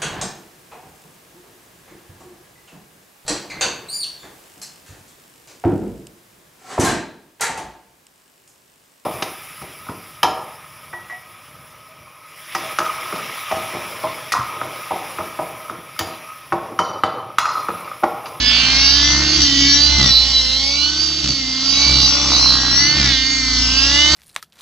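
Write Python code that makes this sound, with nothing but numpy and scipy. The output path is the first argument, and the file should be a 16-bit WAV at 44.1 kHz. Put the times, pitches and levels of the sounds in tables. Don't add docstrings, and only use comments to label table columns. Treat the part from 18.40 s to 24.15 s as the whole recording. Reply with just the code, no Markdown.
import sys
import numpy as np
from scipy import signal
from scipy.fft import rfft, irfft
from scipy.io import wavfile
from scipy.ndimage import uniform_filter1d

SR = 44100
rng = np.random.default_rng(int(sys.argv[2]) if len(sys.argv) > 2 else 0)


def waveform_to_disk(signal):
    frames = np.transpose(np.atleast_2d(signal))
    scaled = np.clip(frames, -1, 1) * 32767
    samples = np.round(scaled).astype(np.int16)
    wavfile.write(sys.argv[1], SR, samples)


def how_loud(loudness_db):
    steps = np.asarray(loudness_db, float) / 20
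    return 10 ** steps


N = 253575
TIME, FRAME = np.arange(N) / SR, 512
MAIN_GEAR, TAIL_GEAR = 0.2305, 1.105
PULSE_SPREAD = 0.3

# t/s, firings per second as heard f/Hz, exhaust thump level/dB
CRANK = [(.085, 247, -35.5), (.645, 290.6, -29), (.956, 308.6, -27), (1.096, 281.1, -25.5),
         (1.236, 278, -19.5), (1.574, 296.1, -35), (1.733, 262.2, -39), (2.07, 254.7, -39),
         (2.458, 295.6, -35), (2.777, 309.5, -36), (3.057, 256.8, -31.5), (3.532, 290, -30),
         (3.709, 277.6, -31.5), (4.317, 272.6, -33.5), (4.566, 308.6, -33.5), (4.757, 261.3, -33.5),
         (5.263, 253.3, -31.5), (5.75, 305.9, -29.5)]
# f/Hz, level/dB
BODY_COLOUR = [(260, -24.5), (450, -25.5), (554, -12.5), (682, -17), (1590, -13.5), (2050, -8.5),
               (2470, -9), (2960, -2), (3350, -3), (4660, 3), (5200, -1), (5810, 0.5), (8380, -26.5),
               (10900, -69), (18400, -120)]
# f/Hz, level/dB
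RUMBLE_COLOUR = [(20, -27), (50, -7.5), (150, 2.5), (300, -2), (420, -9), (800, -35.5)]


def evened(x):
    return x / np.sqrt(np.mean(x ** 2) + 1e-20)


def read(points, hz):
    f, value = np.transpose(points)
    return np.interp(np.log(hz + 1), np.log(f + 1), value)


def curves(rows, t=TIME):
    s, *columns = np.transpose(rows)
    return [np.interp(t, s, c) for c in columns]


def swells(rows, order=2):
    total = 0
    for s, half, *sizes in rows:
        total = total + np.outer(sizes, np.exp(-0.5 * ((TIME - s) / half) ** order))
    return total


def wander(rate_hz, count):
    knots = rng.standard_normal((count, 1200))
    smooth = uniform_filter1d(knots, max(int(200 / rate_hz), 2), 1)
    smooth = uniform_filter1d(smooth, max(int(100 / rate_hz), 2), 1)
    return [np.interp(TIME * 200, np.arange(1200), evened(row)) for row in smooth]


def shaped(x, gain):
    hz, t, z = signal.stft(x, SR, nperseg=FRAME, noverlap=FRAME * 3 // 4)
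    return signal.istft(z * gain(hz[:, None], t), SR, nperseg=FRAME, noverlap=FRAME * 3 // 4)[1][..., :N]


def coloured(x, points):
    hz = np.fft.rfftfreq(N, 1 / SR)
    return evened(irfft(rfft(x) * how_loud(read(points, hz)), N))


def crank_hz():
    # t/s, half length/s, shift f/Hz
    bends = [
        (1.444, 0.068, 2.5),
        (1.895, 0.084, 11),
        (2.68, 0.13, 2.5),
        (3.191, 0.069, -2.5),
        (3.849, 0.063, 16),
        (4.208, 0.0785, -1.5),
        (4.964, 0.065, 5),
        (5.627, 0.095, 3.5),
             (0.798, 0.04766, 1.9), (1.033, 0.02513, -3.5), (1.119, 0.05212, -2.5), (1.233, 0.03736, 1.14),
            (1.704, 0.01513, -3), (2.617, 0.0487, 1.77), (2.721, 0.03436, -1.86), (2.849, 0.03413, 2.5),
            (2.997, 0.0337, -1.2), (3.077, 0.03595, 2.5), (3.753, 0.0371, 1.27), (3.966, 0.0345, 1.67),
            (4.529, 0.02502, -2.5), (4.56, 0.1, -2), (4.846, 0.0718, 2), (5.25, 0.033, 1.37)]
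    inertia_s = 0.03
    return uniform_filter1d(curves(CRANK)[0], round(inertia_s * SR)) + swells(bends)[0]


def engine(turns):
    part_hz = [2000, 3050, 4400, 5900]
    top_db = [4, 1, 3.5, 0]
    rear_db = [6.5, 0.5, 2, 2.5]
    # t/s, nearness level/dB, top towards the camera [-1.2..2.5], tail towards the camera [-1.2..1.2]
    flight = [(0, -1.5, 0.7, 0.44), (.34, -1, 2, 0.0047), (.67, 4, 0.5, -0.61), (.82, -0.5, -0.2, 1.2),
              (1.01, 4.5, 0.1, -0.34), (1.2, 5.5, -1.2, -0.11), (1.52, 3, 0.3, -0.18),
              (1.7, -2.5, 2.5, -0.83), (2.05, 0.5, 0.65, -1.1), (2.61, 0, -0.4, -0.43),
              (3.12, -1.5, -0.4, -0.36), (3.43, 3, 0.35, 0.18), (3.6, -0.5, 1.4, -0.64),
              (3.95, -2.5, 0.7, 1), (4.43, -0.5, 0.3, -0.082), (4.66, -1.5, 0.96, 0.83),
              (4.95, 3, -1.15, -1.2), (5.75, 4, 0.1, 0.023)]
    # t/s, level/dB
    outlet_level = [(0, -46.5), (.5, -42.5), (1, -48.5), (1.4, -37), (1.8, -40.5), (2.3, -40), (2.8, -50.5),
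                    (3.2, -44.5), (3.5, -37), (4.1, -42), (4.5, -50), (4.9, -47.5), (5.3, -42.5),
                    (5.75, -30.5)]
    outlet_share = [-1.5, -1.5, -1.2, 0.13, -1.2]

    fades = wander(rate_hz=9.9, count=32)
    ring = np.zeros(N)
    for k in range(6, 32):
        ring += how_loud(1.5 * fades[k]) * np.cos(2 * np.pi * k * turns + PULSE_SPREAD * k ** 2)
    hiss = (0.66 + np.exp(-(turns % 1) / 0.09)) * rng.standard_normal(N)
    drive = evened(ring) + how_loud(2.0) * evened(uniform_filter1d(hiss, size=4))

    def parts(hz, t):
        near_db, top, rear = curves(flight, t)
        facing_db = near_db + np.outer(top_db, top) + np.outer(rear_db, rear)
        share = np.array([np.interp(hz[:, 0], part_hz, row) for row in np.eye(4)])
        return how_loud(read(BODY_COLOUR, hz) + share.T @ facing_db)

    thump = np.sqrt(2) * how_loud(curves(CRANK)[1]) * np.cos(2 * np.pi * turns)
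    outlet = np.zeros(N)
    for k, db in enumerate(outlet_share, 2):
        outlet += how_loud(db + 2.5 * fades[k + 25]) * np.cos(2 * np.pi * k * turns + 1.268 * k ** 2)
    return how_loud(-18.5) * evened(shaped(drive, parts)) + thump + how_loud(curves(outlet_level)[0]) * outlet


def beams(turns):
    # t/s, overtone number, half
    # length/s, level/dB
    glints = [(0.073, 7, 0.05, -29.5), (0.191, 11, 0.088, -23), (0.198, 12, 0.13, -24),
              (0.216, 9, 0.15, -28.5), (0.218, 10, 0.093, -26.5), (0.4, 8, 0.089, -27),
              (0.466, 10, 0.05, -25), (0.565, 11, 0.085, -27.5), (0.579, 6, 0.23, -31.5),
              (0.66, 12, 0.03, -26.0), (0.715, 7, 0.064, -25.5), (0.768, 5, 0.19, -37.0),
              (0.882, 9, 0.051, -40.5), (1.127, 10, 0.23, -38), (1.188, 12, 0.032, -28),
              (1.196, 11, 0.131, -22.5), (1.217, 7, 0.134, -30), (1.265, 8, 0.051, -26.5),
              (1.35, 6, 0.073, -27), (1.511, 10, 0.051, -29.5), (1.608, 7, 0.059, -24.5),
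              (1.873, 11, 0.12, -32.5), (2.075, 12, 0.17, -37.5), (2.33, 8, 0.077, -30.5),
              (2.449, 10, 0.042, -23), (3.47, 8, 0.066, -25), (3.576, 10, 0.083, -31.5),
              (3.82, 12, 0.094, -31), (4.452, 7, 0.047, -24.5), (4.463, 10, 0.059, -29.5),
              (4.464, 6, 0.27, -32), (4.55, 5, 0.117, -35), (4.67, 7, 0.39, -33.5),
              (4.78, 11, 0.11, -30.5), (4.784, 12, 0.035, -30), (4.961, 8, 0.22, -27),
              (5.026, 9, 0.24, -36.5), (5.365, 11, 0.074, -30), (5.408, 10, 0.043, -28),
              (5.619, 7, 0.081, -23), (5.633, 10, 0.047, -14), (5.637, 12, 0.1, -27),
              (5.678, 6, 0.38, -29), (5.75, 5, 0.25, -38),
              (0.118, 14, 0.058, -21), (0.14, 13, 0.052, -23), (0.448, 14, 0.1, -25.5),
            (0.546, 13, 0.091, -33), (0.737, 15, 0.051, -28.5), (0.913, 14, 0.043, -27),
            (0.934, 15, 0.067, -23), (1.287, 13, 0.11, -29.5), (1.309, 15, 0.025, -25),
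            (1.439, 14, 0.088, -19), (1.613, 14, 0.019, -19.5), (1.668, 13, 0.027, -23.5),
            (1.767, 15, 0.045, -9.5), (1.971, 15, 0.023, -9.5), (2.15, 15, 0.043, -22),
            (2.424, 14, 0.033, -20.5), (2.46, 15, 0.041, -20), (2.601, 15, 0.03, -21),
            (2.711, 15, 0.089, -23.5), (3.373, 14, 0.031, -23.5), (3.549, 14, 0.107, -21),
            (3.589, 15, 0.039, -25), (3.59, 13, 0.047, -27), (3.651, 14, 0.012, -17.5),
            (3.934, 13, 0.024, -30), (3.955, 14, 0.022, -15.5), (4.084, 15, 0.066, -12.5),
            (4.11, 14, 0.029, -25), (4.314, 15, 0.054, -22), (4.392, 14, 0.045, -33.5),
            (4.512, 15, 0.054, -18.5), (4.722, 13, 0.053, -23.5), (4.743, 15, 0.029, -22),
            (4.753, 14, 0.11, -30), (5.527, 14, 0.048, -30), (5.65, 13, 0.148, -28),
            (5.735, 15, 0.031, -19), (5.739, 14, 0.052, -34.5),
              (0.076, 20, 0.022, -15.5), (0.134, 19, 0.051, -31.5), (0.17, 18, 0.033, -18),
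              (0.401, 18, 0.057, -25.5), (0.457, 20, 0.07, -18.5), (0.488, 21, 0.015, -29),
              (0.644, 19, 0.023, -25.5), (0.706, 20, 0.061, -24), (0.881, 21, 0.096, -35.0),
              (1.02, 19, 0.2, -42.5), (1.05, 20, 0.029, -21.5), (1.231, 20, 0.018, -23.5),
              (1.233, 18, 0.041, -32.5), (1.335, 20, 0.031, -13), (1.582, 19, 0.036, -29),
              (1.671, 20, 0.012, -27.5), (1.694, 21, 0.03, -19.5), (1.724, 18, 0.019, -23.5),
              (1.841, 18, 0.18, -34.5), (1.908, 20, 0.39, -30), (1.924, 21, 0.181, -30.5),
              (2.048, 19, 0.031, -36.5), (2.274, 19, 0.018, -23.5), (3.095, 18, 0.13, -33),
              (3.12, 19, 0.035, -31.5), (3.288, 18, 0.051, -25), (3.69, 20, 0.082, -20),
              (3.84, 21, 0.026, -24), (3.954, 19, 0.23, -26), (4.04, 19, 0.028, -25.5),
              (4.06, 20, 0.033, -21), (4.189, 21, 0.19, -34.5), (4.398, 20, 0.065, -15.5),
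              (4.91, 18, 0.137, -35), (5.136, 18, 0.039, -30), (5.265, 20, 0.032, -22.5),
              (5.341, 21, 0.3, -35.5), (5.376, 19, 0.23, -33.5), (5.421, 18, 0.042, -16.5),
              (5.498, 20, 0.155, -27),
              (0.207, 17, 0.044, -34), (0.479, 16, 0.29, -24.5), (0.503, 17, 0.051, -15.5),
              (0.638, 17, 0.019, -25.5), (1.034, 17, 0.011, -24.5), (1.04, 16, 0.02, -17.5),
              (1.226, 17, 0.044, -19.5), (1.305, 16, 0.031, -15), (1.403, 17, 0.024, -29),
              (1.435, 16, 0.033, -10.5), (1.578, 16, 0.032, -32.5), (1.646, 17, 0.018, -24.0),
              (1.759, 17, 0.023, -18), (1.781, 16, 0.045, -16), (1.96, 17, 0.014, -36.5),
              (2.102, 16, 0.12, -24), (2.308, 17, 0.076, -24), (2.334, 16, 0.025, -22),
              (2.632, 16, 0.037, -24), (2.912, 16, 0.029, -21), (2.974, 17, 0.034, -29),
              (3.308, 17, 0.04, -19.5), (3.447, 17, 0.044, -31), (3.451, 16, 0.048, -21.5),
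              (3.567, 16, 0.094, -20), (3.651, 17, 0.025, -14), (3.742, 17, 0.019, -19),
              (3.95, 16, 0.02, -21), (4.053, 17, 0.16, -24), (4.104, 16, 0.042, -21.5),
              (4.418, 16, 0.038, -19.5), (4.885, 17, 0.18, -23.5), (5.18, 17, 0.033, -27),
              (5.36, 17, 0.017, -29.0), (5.54, 17, 0.045, -25), (5.577, 16, 0.044, -29.5),
              (0.246, 24, 0.037, -41.5), (0.363, 23, 0.075, -33), (0.476, 22, 0.097, -31.5),
               (1.052, 22, 0.019, -27), (1.251, 23, 0.11, -32), (1.311, 22, 0.056, -36.5),
               (2.02, 24, 0.036, -40), (2.308, 22, 0.029, -31.5), (3.407, 22, 0.04, -27),
               (3.69, 22, 0.047, -25), (3.965, 22, 0.054, -26), (4.371, 22, 0.025, -24.5),
               (4.935, 25, 0.049, -33), (5.11, 24, 0.18, -40.5), (5.186, 23, 0.19, -42.5),
               (5.447, 22, 0.181, -34.5),
              (2.078, 8, 0.079, -37),
        (2.492, 5, 0.12, -38.5),
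        (3.102, 8, 0.1, -35),
        (5.2, 20, .03, -25.5),
        (5.496, 10, 0.1, -30.5),
    ]

    out = np.zeros(N)
    flutter = np.array(wander(rate_hz=41.0, count=32))
    flutter = flutter - uniform_filter1d(flutter, size=SR // 20, axis=1)
    for s, overtone, half, db in glints:
        k = round(overtone)
        near = slice(max(round((s - 3 * half) * SR), 0), round((s + 3 * half) * SR))
        level = how_loud(db + 0.14 + 0.25 * overtone * np.tanh(flutter[k][near]))
        swell = level * np.exp(-0.5 * ((TIME[near] - s) / half) ** 2)
        out[near] += np.sqrt(2) * swell * np.cos(2 * np.pi * k * turns[near] + PULSE_SPREAD * k ** 2)
    return out


def rotor(turns):
    # t/s, thrust aimed at the camera level/dB, blades cutting their own wake level/dB
    effort = [(0, -27, -34.5), (.17, -30.5, -35), (.43, -26, -33.5), (.82, -24, -25.5), (.94, -33.5, -32),
              (1.38, -28.5, -31), (1.57, -18.5, -32), (1.76, -25.5, -38), (2.35, -34, -40.5),
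              (2.8, -36, -36.5), (3.17, -47.5, -40.5), (3.5, -25, -32), (3.78, -32, -33.5),
              (4.03, -26, -29), (4.5, -33.5, -29.5), (4.88, -37, -39), (5.2, -23.5, -32.5),
              (5.75, -29.5, -36.5)]
    # t/s, half length/s, thrust gain level/dB, wake gain level/dB
    pulls = [(.03, 0.055, 0.5, 3), (.27, 0.043, -4, 4), (.62, 0.079, 0, -3), (1.01, 0.043, 10, 5),
             (1.23, 0.047, 4, 4), (1.65, 0.066, -2, 14.5), (2.885, 0.047, 11, 12.5), (3.08, 0.078, 7.5, 1),
             (3.57, 0.1, 5, 8), (3.88, 0.061, 2, 3), (4.51, 0.022, -9, 1.5), (4.65, 0.087, 11.5, 10.5),
             (4.8, 0.051, 7, -4.5), (5.5, 0.056, 1.5, 1), (5.75, 0.034, 6, 8.5)]
    # t/s, chop over swish level/dB
    edge_on = [(0, -8), (.4, -3), (.75, 4), (1, -2), (1.2, -6), (1.6, -4), (1.9, -14), (2.55, -18),
               (2.7, -7), (2.85, -20), (3.2, -13), (3.7, -5), (3.9, 0), (4.08, 2.5), (4.22, 2), (4.47, 3),
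               (4.65, -7), (4.9, -14), (5.75, -14)]
    # t/s, level/dB
    stall = [(0, -3.5), (.12, 4), (.5, -0.5), (.9, -5.5), (1.15, -5), (1.45, -10.5), (1.65, -0.5),
             (1.9, 5.5), (2.5, 2.5), (2.95, -4), (3.3, 1), (3.9, 3), (4.4, -4.5), (4.65, -5.5), (4.88, 4),
             (5.25, 4), (5.75, 10.5)]
    # f/Hz, level/dB
    slap_colour = [(100, 3.5), (130, 5.5), (200, -1), (270, -2.5), (330, -7.5), (420, -31), (700, -29.5),
                   (1500, -11)]
    # f/Hz, level/dB
    swish_colour = [(300, -3.5), (430, -10), (560, -8), (1000, 1.5), (1500, 2), (2500, -52), (5000, -0.5)]

    beat_db, slap_db = curves(effort) + swells(pulls, order=6)
    chop_db = curves(edge_on)[0]
    swish_db = -33.5 + 0.46 * (slap_db + 29.5) + curves(stall)[0]
    passes = MAIN_GEAR * turns + 0.2768
    hz = MAIN_GEAR * np.gradient(turns) * SR

    beat = np.cos(2 * np.pi * passes + 1.8)
    beat += how_loud(-22.0) * np.cos(np.pi * passes) + how_loud(-19.5) * np.cos(3 * np.pi * passes)
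    slap = np.zeros(N)
    for k in range(2, 22):
        slap -= how_loud(read(slap_colour, k * hz)) * np.cos(2 * np.pi * k * passes)
    gate = np.exp(1.1 * (np.cos(2 * np.pi * passes) - 1))

    cycle = np.linspace(0, 1, 2049)
    chop_shape = sum(np.cos(2 * np.pi * k * cycle + 1.9 * np.sqrt(k)) for k in range(6, 48))
    chop = np.interp((passes + 0.1213) % 1, cycle, chop_shape)
    chop = evened(chop * how_loud(1.1 * wander(rate_hz=40, count=1)[0]))
    tip_noise = evened((0.8 + gate) * rng.standard_normal(N))
    swish = coloured(tip_noise + how_loud(chop_db) * chop, swish_colour)

    crack = coloured(gate ** 3 * rng.standard_normal(N), BODY_COLOUR)
    wake = how_loud(-4.0) * coloured(rng.standard_normal(N), RUMBLE_COLOUR)
    slapping = evened(slap) + how_loud(2.5) * how_loud(0.35 * (slap_db + 28.0)) * crack + wake
    tips = swish + how_loud(chop_db - 23.0) * chop
    return np.sqrt(2) * how_loud(beat_db) * beat + how_loud(slap_db - 3.0) * slapping + how_loud(swish_db + 3.5) * tips


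def tail(turns):
    # t/s, level/dB
    hum_level = [(0, -39), (.5, -44.5), (1, -30), (1.5, -47), (2, -60), (2.6, -39.5), (3, -40), (3.4, -42),
                 (4, -34), (4.5, -36.5), (5, -33.5), (5.4, -36), (5.75, -35)]
    passes = TAIL_GEAR * turns
    hum = np.cos(2 * np.pi * passes) + how_loud(-25.0) * np.cos(4 * np.pi * passes)
    return how_loud(curves(hum_level)[0] + 2.0 * wander(rate_hz=16.0, count=1)[0]) * hum


def stirred_air(hz, t):
    eddies = rng.standard_normal((4, len(hz), len(t)))
    eddies = uniform_filter1d(uniform_filter1d(eddies, size=4, axis=1), size=24, axis=2)
    eddies = evened(eddies)
    depth = np.clip(0.04 + 0.13 * hz / 5000, 0, 1)
    opposite = np.array([1, -1])[:, None, None]
    return 1 + depth * (eddies[0] + 1j * eddies[2]) * opposite


def breeze():
    noise = rng.standard_normal((2, N))
    return how_loud(-50.0) * np.array([coloured(row, RUMBLE_COLOUR) for row in noise])


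def ground(hz, t):
    # t/s, first notch f/Hz, echo share [0-1]
    height = [(0, 3410, 0), (.6, 2250, 0.12), (1, 3400, 0.14), (1.5, 2400, 0.1), (1.75, 1620, 0.3),
              (2.1, 1110, 0.6), (2.35, 1590, 0.83), (2.6, 2850, 0.2), (2.95, 3980, 0.05), (3.3, 1920, 0.5),
              (3.6, 1675, 0.1), (4.05, 1760, 0.9), (4.25, 2480, 0.4), (4.5, 3560, 0), (4.8, 3330, 0.1),
              (5, 3280, 0.7), (5.25, 2080, 0.5), (5.5, 1555, 0)]
    notch_hz, share = curves(height, t)
    echo = np.clip(share, 0, 0.95) * np.clip(hz / 900 - 0.4, 0, 1) * np.exp(-(hz / 4500) ** 2)
    return (1 - echo * np.exp(-2j * np.pi * hz / notch_hz)) / np.sqrt(1 + echo ** 2)


def snaps():
    # t/s, peak level/dB
    strikes = [(0.6862, -6), (0.7037, -10), (0.7472, -12), (0.834, -4.5), (1.0058, -2.5), (1.0186, 7),
               (1.683, -6.5), (1.8854, -10.5), (2.118, -8), (2.8424, -1), (2.858, -3.5), (2.8726, -5.5),
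               (2.8864, -1), (2.902, -11), (2.9165, -18), (2.933, -13.5), (4.511, -4.5), (4.6527, -2),
               (5.315, -8)]
    decay_s = 0.0013
    puff = np.zeros(N)
    for s, db in strikes:
        puff += how_loud(db) * (TIME >= s) * np.exp(-np.maximum(TIME - s, 0) / decay_s)
    bright = signal.butter(2, [2600, 6500], "bandpass", fs=SR, output="sos")
    return how_loud(-5) * signal.sosfilt(bright, puff * rng.standard_normal(N))


def scene():
    turns = np.cumsum(crank_hz()) / SR
    firing = turns + 0.0092 * wander(rate_hz=44.0, count=1)[0]
    shadow = 1 + 0.089 * np.cos(2 * np.pi * MAIN_GEAR * turns + 2.7)
    machine = shadow * engine(firing) + rotor(turns) + tail(turns)
    near = shaped(machine, ground) + shadow * beams(firing) + snaps()
    return shaped(np.array([near, near]), stirred_air) + breeze()


def ports(hz, t):
    # f/Hz, level/dB
    port_level = [(60, .5), (1300, 0.5), (1800, 1.5), (2100, 6), (2500, -3.5), (3100, -10), (3500, -3.5),
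                  (4000, -6.5), (4700, -10), (4950, -9), (5200, 1.5), (5900, 11.5), (6400, 1.5), (7200, 10),
                  (8000, -4.5)]
    # f/Hz, lead [radians]
    port_lead = [(60, -.15), (200, 0), (1200, 0), (1640, -0.74), (1900, 0), (2400, -1.2), (2900, -1.07),
                 (3500, .4), (4450, 0), (5150, 2), (5600, 1.45), (6250, -.35), (6700, 0), (7400, -.75)]
    half = how_loud(read(port_level, hz) / 2) * np.exp(0.5j * read(port_lead, hz))
    return np.array([half, 1 / half]) / np.sqrt((abs(half) ** 2 + abs(half) ** -2) / 2)


def band_limit(x):
    return signal.sosfilt(signal.butter(12, 8530, fs=SR, output="sos"), x)


def record(dry):
    heard = shaped(dry, ports)
    limited = signal.sosfilt(signal.cheby2(10, 60, 9600, fs=SR, output="sos"), heard)
    power = uniform_filter1d((limited ** 2).max(0), size=900)
    power_db = 10 * np.log10(abs(power) + 1e-9)
    limited = limited / how_loud(0.4 * np.maximum(power_db + 9.5, 0))
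    return band_limit(np.clip(limited, -0.99, 0.99))


dry = scene()
out = record(dry)
waveform_to_disk(out)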